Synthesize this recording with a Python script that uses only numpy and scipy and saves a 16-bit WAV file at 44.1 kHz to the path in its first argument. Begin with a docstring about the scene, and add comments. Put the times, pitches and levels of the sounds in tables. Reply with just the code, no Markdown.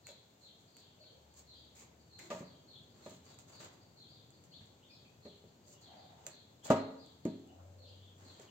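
"""A small brick workshop, with two microphones close to a motorcycle frame.
A stiff seat mock-up is laid on the frame: its shell taps the tubes, drops home with a knock and is
patted down, each blow ringing the shell and the room. Gloves and sleeves rustle and rub on it.
Outside, a little to the left, sparrows and another songbird chirp and a far engine hums now and then."""
import sys
import numpy as np
from scipy import signal
from scipy.fft import rfft, irfft
from scipy.io import wavfile

SR = 44100
rng = np.random.default_rng(int(sys.argv[2]) if len(sys.argv) > 2 else 0)


def materialize(psi):
    """Save the field psi as 16-bit PCM at rate SR to the path in sys.argv[1].

    A 1-D psi becomes a single channel; in a 2-D psi each row is a channel.
    """
    bounded = np.clip(np.atleast_2d(psi).T, -1, 1)
    quanta = np.round(bounded * 32767).astype(np.int16)
    wavfile.write(sys.argv[1], SR, quanta)


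N = 374850


def from_db(db):
    return 10 ** (np.asarray(db) / 20)


def unit_rms(x):
    return x / np.sqrt(np.mean(x ** 2) + 1e-20)


def seconds(length):
    return np.arange(int(length * SR)) / SR


def at_hz(points, hz):
    """Read a curve on a log-frequency axis."""
    freqs, values = np.transpose(points)
    return np.interp(np.log(hz + 1e-6), np.log(freqs), values)


def bin_hz(x):
    return np.fft.rfftfreq(x.shape[-1], 1 / SR)


def coloured(x, spectrum):
    return irfft(rfft(x) * from_db(at_hz(spectrum, bin_hz(x))), x.shape[-1])


def filtered(x, hz, kind):
    sections = signal.butter(2, np.clip(hz, 15, .45 * SR), kind, fs=SR, output="sos")
    return signal.sosfilt(sections, x)


def add(out, s, sound):
    """Mix a sound in at time s."""
    start = max(round(s * SR), 0)
    out[..., start:start + sound.shape[-1]] += sound[..., :N - start]


def arch(t):
    """A smooth swell from nothing to 1 and back."""
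    return np.sin(np.pi * t / (t[-1] + 1 / SR))


def gate(t, attack_s, release_s):
    """Rise, hold, and fall to nothing at the end."""
    return np.clip(np.minimum(t / attack_s, (t[-1] - t) / release_s), 0, 1)


def flutter(size, hz):
    """A random waver up to the given rate; spread 1."""
    return unit_rms(filtered(rng.standard_normal(size + SR), hz, "low"))[-size:]


def diffuse(size, apart_hz=900):
    """Noise from all around: two close microphones hear the bass alike and the treble apart."""
    mid, side = rng.standard_normal((2, size))
    width = np.clip(bin_hz(mid) / apart_hz, .08, 1)
    side = irfft(rfft(side) * width, size)
    return np.array([mid + side, mid - side])


def from_left(x, lead_s=0.0003):
    """Sound from outside reaches the left microphone first."""
    samples = np.arange(N)
    return np.array([x, np.interp(samples - lead_s * SR, samples, x)])


def snap(spectrum, decay_s):
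    """Coloured noise that starts at once and dies."""
    t = seconds(.2)
    return unit_rms(coloured(diffuse(len(t)), spectrum)) * np.exp(-t / decay_s)


# the workshop's reverberation time, before stretching: f/Hz, t60/s
ROOM_T60 = [(80, 0.48), (250, 0.82), (600, 0.72), (1500, 0.66), (4000, 0.48), (8000, 0.23), (16000, 0.22)]
def room(x, wet_db, stretch=0.92):
    """Reflections off the brick reach the microphones after 3 ms and die away octave by octave."""
    t = seconds(1)
    noise = diffuse(len(t))
    spectrum = rfft(noise)
    octave = np.log2(np.clip(bin_hz(noise), 62.5, 16000) / 62.5)
    tail = 0
    for k in range(9):
        band = irfft(spectrum * np.maximum(1 - abs(octave - k), 0), len(t))
        t60 = stretch * at_hz(ROOM_T60, 62.5 * 2 ** k)
        tail = tail + band * from_db(-60 * t / t60)
    onset = np.clip((t - .003) / 0.00042, 0, 1)
    tail = unit_rms(tail * onset) / np.sqrt(len(t))
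    return from_db(wet_db) * signal.fftconvolve(np.atleast_2d(x), tail, axes=-1)[:, :N]


# room tone, the low rumble and the airy hiss: f/Hz, level/dB per Hz
RUMBLE = [(20, -117), (43, -124), (54, -110), (65, -105.5), (90, -92), (125, -92.5), (170, -95.5),
          (260, -100), (400, -104), (800, -113), (3000, -140)]
AIR = [(50, -125), (300, -104), (550, -102), (800, -106), (1200, -113), (2000, -116), (4000, -115),
       (7000, -118.5), (16000, -117)]
def room_tone(peak_s=2.44, rise_s=1.16, rest_db=1.5, swell_db=4.5, ease_db_per_s=0.4, outside_db=-8):
    """Steady hiss, partly from outside; the rumble swells as the shell comes onto the frame, then eases."""
    since_peak = np.arange(N) / SR - peak_s
    rise = np.clip(1 + since_peak / rise_s, 0, 1)
    swell = from_db(rest_db + swell_db * rise - ease_db_per_s * np.maximum(since_peak, 0))
    air = diffuse(N) + from_db(outside_db) * from_left(rng.standard_normal(N))
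    return np.sqrt(SR / 2) * (swell * coloured(diffuse(N), RUMBLE) + coloured(air, AIR))


# an engine pulling, far off: t/s, length/s, start f/Hz, top f/Hz, level/dB
ENGINE_PULLS = [(1.1, 1, 72.7, 73.8, -68), (6.8, 0.56, 82.4, 84.8, -73), (7.472, 0.91, 84.44, 96.4, -56)]
def far_engine(rev_s=0.254, sag_db_per_s=8.5, waver_db=.8):
    """Only the smooth firing note gets through the walls; each pull revs up, swells, sags and stops."""
    out = np.zeros(N)
    for s, length, start_hz, top_hz, db in ENGINE_PULLS:
        t = seconds(length)
        hz = top_hz + (start_hz - top_hz) * np.exp(-t / rev_s)
        note = np.sqrt(2) * np.sin(2 * np.pi * np.cumsum(hz) / SR)
        level = from_db(db - sag_db_per_s * t + waver_db * flutter(len(t), hz=9))
        add(out, s, level * gate(t, attack_s=0.17, release_s=0.072) * note)
    return out


def whistle(hz, warble, warble_hz=130):
    """A bird's note: one sine with a quick uneven warble, given as a share of the pitch."""
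    quiver = filtered(rng.standard_normal(SR), [warble_hz / 2, warble_hz * 2], "band")
    pitch = hz * (1 + warble * unit_rms(quiver)[-len(hz):])
    return np.sqrt(2) * np.sin(2 * np.pi * np.cumsum(pitch) / SR)


# a songbird outside, to the left: t/s, length/s, start f/Hz, end f/Hz, level/dB
SONG_NOTES = [(2.743, 0.029, 3800, 3190, -54.5), (4.52, 0.04, 2800, 3880, -60),
              (4.822, 0.042, 2660, 4020, -63.5), (4.866, 0.032, 3510, 3610, -67),
              (4.89, 0.036, 2440, 2520, -66.5), (4.899, 0.0504, 5080, 5120, -62),
              (4.948, 0.036, 5100, 5120, -65), (5.044, 0.031, 2720, 2390, -66.5),
              (5.734, 0.031, 3020, 2790, -66.5), (5.774, .03, 3320, 3350, -69),
              (6.622, 0.036, 3090, 3520, -59), (7.482, .026, 2980, 2765, -64),
              (8.012, 0.037, 3100, 3690, -61.5), (8.069, 0.035, 3650, 3040, -61),
              (8.47, 0.035, 3210, 2750, -62)]
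def songbird(rasp_db=4, rasp_hz=140):
    """Short, hoarse, broken glides that ring on between the walls."""
    out = np.zeros(N)
    for s, length, start_hz, end_hz, db in SONG_NOTES:
        t = seconds(length)
        note = whistle(np.linspace(start_hz, end_hz, len(t)), warble=.03)
        rasp = from_db(rasp_db * flutter(len(t), rasp_hz))
        add(out, s, from_db(db) * arch(t) * unit_rms(note * rasp))
    return from_db(-6) * from_left(out) + room(out, wet_db=-4.5, stretch=0.74)


# sparrows outside, heard mostly by way of the walls:
# t/s, length/s, held f/Hz, level/dB, level of the fall against the held part/dB
CHIRPS = [(0.027, 0.08, 4170, -56, -2), (0.399, 0.1, 4100, -58.5, 0), (.658, 0.026, 4490, -61.5, 0),
          (0.722, 0.17, 4475, -61, -0.5), (0.984, .11, 4360, -59.5, -2), (1.29, 0.028, 4480, -64.5, 0),
          (1.456, .12, 4110, -58.5, 0), (1.527, 0.15, 4610, -61, -0.5), (1.985, 0.02, 4430, -59.5, -4),
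          (2.093, 0.11, 4174, -59, 0), (2.416, .16, 4483, -62.5, -1), (2.663, 0.12, 4220, -56.5, -4.5),
          (2.878, 0.025, 4500, -63, 0), (3.005, .11, 4130, -60.5, -5), (3.24, .11, 4610, -64, 1),
          (3.511, 0.12, 4600, -58.5, -2), (3.798, 0.025, 4480, -60, 0), (3.953, .12, 4180, -58.5, -2.5),
          (4.073, .13, 4580, -61.5, 0.5), (4.31, 0.032, 4500, -63.5, 0), (4.5, 0.096, 4305, -56, -3),
          (4.877, 0.17, 4520, -60, -3.5), (5.211, 0.12, 4170, -60, -2), (5.45, 0.031, 4460, -69.5, 0),
          (5.63, 0.02, 4550, -61, 0), (5.803, 0.091, 4244, -58, -0.5), (5.948, .11, 4620, -63.5, 3),
          (6.287, 0.11, 4240, -58.5, -3.5), (6.73, 0.096, 4186, -56.5, -4), (6.969, .15, 4600, -59.5, -2),
          (7.226, .1, 4220, -62, -1), (7.774, 0.12, 4210, -61.5, 2), (7.846, 0.14, 4620, -61.5, -2),
          (8.238, .11, 4300, -58.5, -4)]
def sparrows(start_hz=4600, slide_s=.014, hold_s=0.044,
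             drop_hz=1200, fall_hz_per_s=33000, fade_db_per_s=105):
    """Each chirp slides onto its pitch, lingers, then falls and fades; a short one ends before the fall."""
    out = np.zeros(N)
    quirks = rng.standard_normal((len(CHIRPS), 3))   # no two chirps are quite alike
    for (s, length, held_hz, db, fall_db), (pace, pitch, depth) in zip(CHIRPS, quirks):
        t = seconds(length)
        falling_s = np.maximum(t - hold_s * np.exp(0.2 * pace), 0)
        slide = (start_hz * (1 + 0.015 * pitch) - held_hz) * np.exp(-t / slide_s)
        fall = drop_hz * (1 + 0.1524 * depth) * np.tanh(fall_hz_per_s * falling_s / drop_hz)
        warble = np.where(falling_s > 0, .06, .034)   # the fall is buzzier
        note = whistle(held_hz + slide - fall, warble, warble_hz=179)
        level = from_db(db + fall_db * fall / drop_hz - fade_db_per_s * falling_s)
        add(out, s, level * gate(t, attack_s=0.022, release_s=0.0058) * note)
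    return from_db(-13) * from_left(out) + room(out, wet_db=-3, stretch=1.64)


def friction(size, spectrum, grain_db, grains_per_s):
    """Fibres catch and let go in fine grains, bunched into slower scuffs."""
    steps = np.arange(size) * grains_per_s / SR
    knots = np.arange(2000)
    grains = np.interp(steps, knots, rng.standard_normal(len(knots)))
    scuffs = np.interp(steps / 8, knots, rng.standard_normal(len(knots)))
    grip_db = grain_db * np.minimum(grains + .5 * scuffs, 2)   # a fibre can hold only so much
    return unit_rms(coloured(diffuse(size) * from_db(grip_db), spectrum))


# colours of the cloth's hiss and the shell's scrape: f/Hz, level/dB
HISS = [(200, -28), (2000, -15), (4500, 3), (5600, 2), (7000, 7), (12000, -2), (16000, 1)]
SCRAPE = [(60, -13), (150, 7), (600, 5.5), (1100, 0.5), (2300, -6.5), (4000, -6.5), (16000, -31.5)]
# gloves and sleeves brushing, close by: t/s, length/s, rise/s, hiss level/dB, scrape level/dB
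RUSTLES = [(0.072, 0.056, 0.01, -59.5, -69), (0.39, 0.11, .02, -75, -95), (0.573, 0.082, 0.024, -75, -79),
           (0.769, 0.051, .02, -63, -72), (1.343, 0.083, 0.043, -59.5, -70),
           (1.745, 0.12, 0.012, -62, -68.5), (2.183, 0.12, 0.004, -62.5, -65.5),
           (2.307, 0.13, 0.017, -62, -62.5), (2.932, 0.15, 0.034, -75, -69.5),
           (3.011, 0.18, 0.05, -65, -71.5), (3.235, 0.12, 0.0099, -67.5, -68),
           (3.385, 0.049, 0.003, -62, -67), (3.464, 0.13, 0.025, -66, -66.5),
           (3.588, 0.092, 0.024, -57, -56.5), (3.72, 0.063, 0.0092, -72, -83),
           (4.437, 0.042, .005, -69, -74), (4.64, .06, 0.022, -76, -76), (5.65, .12, 0.032, -63.5, -74.5),
           (5.804, 0.053, .01, -67, -80), (5.721, 0.58, 0.2, -94, -70.5), (6.181, 0.11, 0.08, -68.5, -71),
           (6.632, 0.062, 0.03, -49, -53.5), (6.656, 0.085, 0.048, -75, -51),
           (8.15, 0.27, 0.052, -71.5, -69), (8.384, 0.097, 0.014, -67, -66.5)]
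def cloth_rustles():
    """Cloth hisses and the rough shell scrapes as one drags over the other."""
    out = np.zeros((2, N))
    for s, length, rise_s, hiss_db, scrape_db in RUSTLES:
        t = seconds(length)
        hiss = from_db(hiss_db) * friction(len(t), HISS, grain_db=3.5, grains_per_s=470)
        scrape = from_db(scrape_db) * friction(len(t), SCRAPE, grain_db=4, grains_per_s=200)
        add(out, s, (hiss + scrape) * gate(t, rise_s, release_s=0.038))
    return out


# a glove sliding on the shell, close by: t/s, length/s, resonance f/Hz, level/dB
RUBS = [(0.969, 0.074, 578, -68), (1.03, 0.21, 500, -71.5), (1.045, 0.44, 860, -81.5),
        (1.743, 0.11, 2320, -71.5), (2.188, 0.024, 2100, -58.5), (2.204, 0.081, 347, -64),
        (5.649, 0.073, 522, -70.5), (5.849, 0.24, 718, -63), (6.031, 0.26, 774, -68.5),
        (6.654, 0.062, 630, -56.5), (7.4, 0.3, 725, -70), (7.52, 0.25, 545, -72),
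        (7.582, 0.042, 1230, -71.5), (7.719, 0.24, 524, -67.5), (8.33, 0.17, 390, -70)]
def glove_rubs(relative_width=0.22):
    """Each slide wakes one resonance of the hollow shell."""
    out = np.zeros((2, N))
    for s, length, hz, db in RUBS:
        t = seconds(length)
        half_width = relative_width * hz / 2
        hollow = filtered(diffuse(len(t)), [hz - half_width, hz + half_width], "band")
        add(out, s, from_db(db) * unit_rms(hollow) * arch(t))
    return out


# colour of a tick, from a glove or the shell's edge: f/Hz, level/dB
TICK_COLOUR = [(300, -31), (1500, -6), (3500, -8.5), (5500, -13), (7300, 1.5), (16000, -10)]
def glove_crackle(level_db=-70, ticks_per_s=9, spread_db=3):
    """The gloves creak throughout with faint random ticks."""
    out = np.zeros((2, N))
    for when, size in rng.random((int(ticks_per_s * N / SR), 2)):
        add(out, when * N / SR, from_db(level_db + spread_db * size) * snap(TICK_COLOUR, decay_s=0.0016))
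    return out + room(out, wet_db=-6)


# the ring of small hard parts: f/Hz, level/dB, t60/s
TAP_MODES = [(564, -9.5, 0.12), (1520, -13.5, 0.21), (2294, -6.5, 0.056), (2645, -5, 0.029)]
# fingertips tapping and catching on them, close and central: t/s, level/dB
TAPS = [(0.069, -57), (0.089, -57), (0.9886, -69), (1.0395, -64), (1.395, -73), (1.7548, -70),
        (1.8037, -69), (1.8317, -68), (1.9404, -71.5), (2.1905, -56)]
def finger_taps(spread_db=2):
    """Light clicks with a short hollow ring; each wakes the modes a little differently."""
    t, out = seconds(.2), np.zeros(N)
    hz, mode_db, t60 = np.transpose(TAP_MODES)
    modes = from_db(-60 * t / t60[:, None]) * np.sin(2 * np.pi * hz[:, None] * t)
    for s, db in TAPS:
        add(out, s, from_db(db + mode_db + spread_db * rng.standard_normal(len(hz))) @ modes)
    return out + room(out, wet_db=-8)


# ticks at the frame, close by: t/s, level/dB, left minus right/dB
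EDGE_TICKS = [(0.069, -39.5, 2), (0.7677, -46, 1), (1.3416, -57, -2), (2.19, -47, 1), (3.057, -53, 2),
              (3.096, -47, 0), (3.344, -55, -1), (3.388, -49.5, -8), (4.305, -56, -2), (4.439, -56, -3),
              (4.657, -60, 0), (6.2664, -31, -2), (6.6687, -42, -11), (6.7031, -33, -5), (7.062, -55.5, -4),
              (7.1198, -63, 5), (7.2522, -43, -5), (7.4745, -59, -6), (8.2837, -56, -1), (8.399, -52, -5)]
def edge_ticks(trim_db=-1.5):
    """The shell's edge catches on the frame in tiny bright snaps."""
    out = np.zeros((2, N))
    for s, db, pan_db in EDGE_TICKS:
        gains = from_db(trim_db + db + pan_db * np.array([[.5], [-.5]]))
        add(out, s, gains * snap(TICK_COLOUR, decay_s=0.0016))
    return out + room(out, wet_db=-4.5)


# modes of the shell on the frame, and standing waves between the walls: f/Hz, level/dB, t60/s
SEAT_MODES = [(133.5, -7.5, 0.058), (160, -13, 0.147), (185.5, -12.5, 0.14), (215, 0.5, 0.06),
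              (278.4, -10, 0.13), (306.3, -1.5, 0.048), (342.7, -9.5, 0.11), (409, -6.5, 0.064),
              (437, -26, 0.42), (548, -13.5, 0.15), (582, -2, 0.071), (627, -2.5, 0.058), (697, -12, 0.08),
              (734, -15.4, 0.078), (780.5, -16.7, 0.097), (874, -15.5, 0.11), (941, -10, 0.066),
              (1072.8, -24.5, 0.23), (1210, -6.5, 0.05), (1261, -19, 0.14), (1352, -10, 0.039),
              (1412, -23.5, 0.116), (1642, -22, 0.1), (1937, -20.5, 0.09)]
ROOM_MODES = [(103, -19.5, .4), (183, -24.5, 0.58), (220.8, -29.5, .55), (269.3, -23.5, 0.61),
              (350, -25.5, .53), (405, -26, .52), (443.7, -28.5, .6), (630, -27, .36), (944.6, -28.5, 0.54)]
# the dense fine modes of a hard contact, and how strongly a blow fills the room: f/Hz, level/dB
CRACK = [(35, -40), (120, -2), (500, 8), (900, 7), (1300, -4), (1650, 6), (2100, 5.5), (3000, 1),
         (7000, -5), (16000, -15)]
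KNOCK_ECHO = [(250, -1.5), (600, 0), (1100, 2), (2000, 5), (6000, 3.5)]
# blows on the shell, close by, bounces included: t/s, level/dB, top f/Hz (lower is softer),
# bass cut f/Hz, f/Hz favoured by the spot struck, width of that favour/octaves, crack level/dB
KNOCKS = [(0.086, -48, 600, 540, 580, 0.07, -64), (0.102, -47.5, 676, 514, 560, 0.062, -73),
          (2.19, -60, 2000, 400, 1975, 0.07, -57.5), (2.3027, -40, 1448, 122, 1140, 0.1, -46.5),
          (2.3087, -34.5, 1528, 911, 1200, 0.15, -53), (2.3129, -31, 924, 634, 587, 0.083, -50.5),
          (2.3245, -43.9, 925, 224, 576, 0.11, -53), (2.3457, -43, 1123, 110, 182, 0.16, -65),
          (2.3583, -43.3, 846, 279, 626, 0.07, -66), (2.4061, -38.5, 405, 114, 167, 0.22, -73),
          (2.423, -45.5, 849, 486, 578, 0.07, -70), (3.0606, -40, 1150, 243, 596, 0.039, -57),
          (3.1128, -48, 745, 96, 171, 0.2, -70), (3.604, -50.5, 1500, 200, 386, 0.07, -56),
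          (4.61, -42.5, 139, 55, 106, 0.07, -66), (5.2526, -36.5, 341, 279, 437, 0.13, -62.5),
          (5.2628, -43.5, 519, 424, 577, 0.08, -70), (5.437, -46, 354, 271, 440, 0.19, -78),
          (6.266, -46, 1380, 380, 564, 0.061, -59), (6.7008, -22, 722, 123, 860, 0.16, -43),
          (6.7024, -12.5, 1450, 198, 609, 0.03, -41.5), (6.7084, -26, 414, 113, 290, 0.17, -37.5),
          (6.7266, -25.5, 669, 232, 203, 0.27, -60), (6.743, -28, 1296, 161, 626, 0.07, -55),
          (6.761, -32.5, 1420, 511, 616, 0.11, -50), (7.2529, -19.5, 290, 174, 312, 0.12, -55),
          (7.2796, -38.5, 537, 161, 215, 0.19, -75), (8.25, -51, 404, 150, 272, 0.079, -74),
          (8.394, -50, 880, 200, 400, 0.07, -62)]
def seat_knocks(favour_db=7.5, rise_s=0.0032, left_lag_s=0.000093, apart_hz=7000):
    """Each blow rings the same shell and room; softness and the spot struck pick which modes answer."""
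    t, out = seconds(.7), np.zeros((2, N))
    hz, mode_db, t60 = np.transpose(list(SEAT_MODES) + list(ROOM_MODES))
    spread = 1 - np.exp(-t / rise_s)   # the bend takes a moment to cross the whole shell
    envelopes = spread * from_db(-60 * t / t60[:, None])
    phase = 2 * np.pi * hz[:, None] * t
    skew = np.pi * hz * left_lag_s   # the shell is a little nearer the right microphone
    skew += (-1) ** np.arange(len(hz)) * hz / apart_hz   # higher modes arrive further out of step
    modes = np.array([envelopes * np.sin(phase + side * skew[:, None]) for side in (-1, 1)])
    for s, db, top_hz, bass_hz, spot_hz, spot_octaves, crack_db in KNOCKS:
        favour = favour_db * np.exp(-(np.log2(hz / spot_hz) / spot_octaves) ** 2)
        ring = from_db(db + mode_db + favour) @ modes
        softened = filtered(ring, top_hz, "low")
        add(out, s, filtered(softened, bass_hz, "high"))
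        add(out, s, from_db(crack_db) * snap(CRACK, decay_s=0.018))
    return out + coloured(room(out, wet_db=-11), KNOCK_ECHO)


def scene(lean_left_db=1.0):
    """Work on the seat close to the microphones; the outdoors and room tone a little to the left."""
    contacts = seat_knocks() + edge_ticks() + finger_taps()
    handling = cloth_rustles() + glove_rubs()
    near = contacts + handling + room(handling, wet_db=-3) + glove_crackle()
    far = sparrows() + songbird() + far_engine() + room_tone()
    return near + far * from_db([[lean_left_db], [-lean_left_db]])


# the microphones' response, with a deep notch in the treble: f/Hz, level/dB
MICROPHONE = [(4650, 1), (4950, -0.5), (5850, -1.5), (6200, 4), (7550, 5.5), (7800, -2), (8350, -0.5),
              (8800, -19.5), (11300, -14.5), (11800, -6.5)]
def record(dry, cutoff_hz=15900):
    """The microphones' colour, then a steep cut at the top."""
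    heard = coloured(dry, MICROPHONE)
    return irfft(rfft(heard) / np.sqrt(1 + (bin_hz(heard) / cutoff_hz) ** 200), N)


dry = scene()
out = record(dry)
materialize(out)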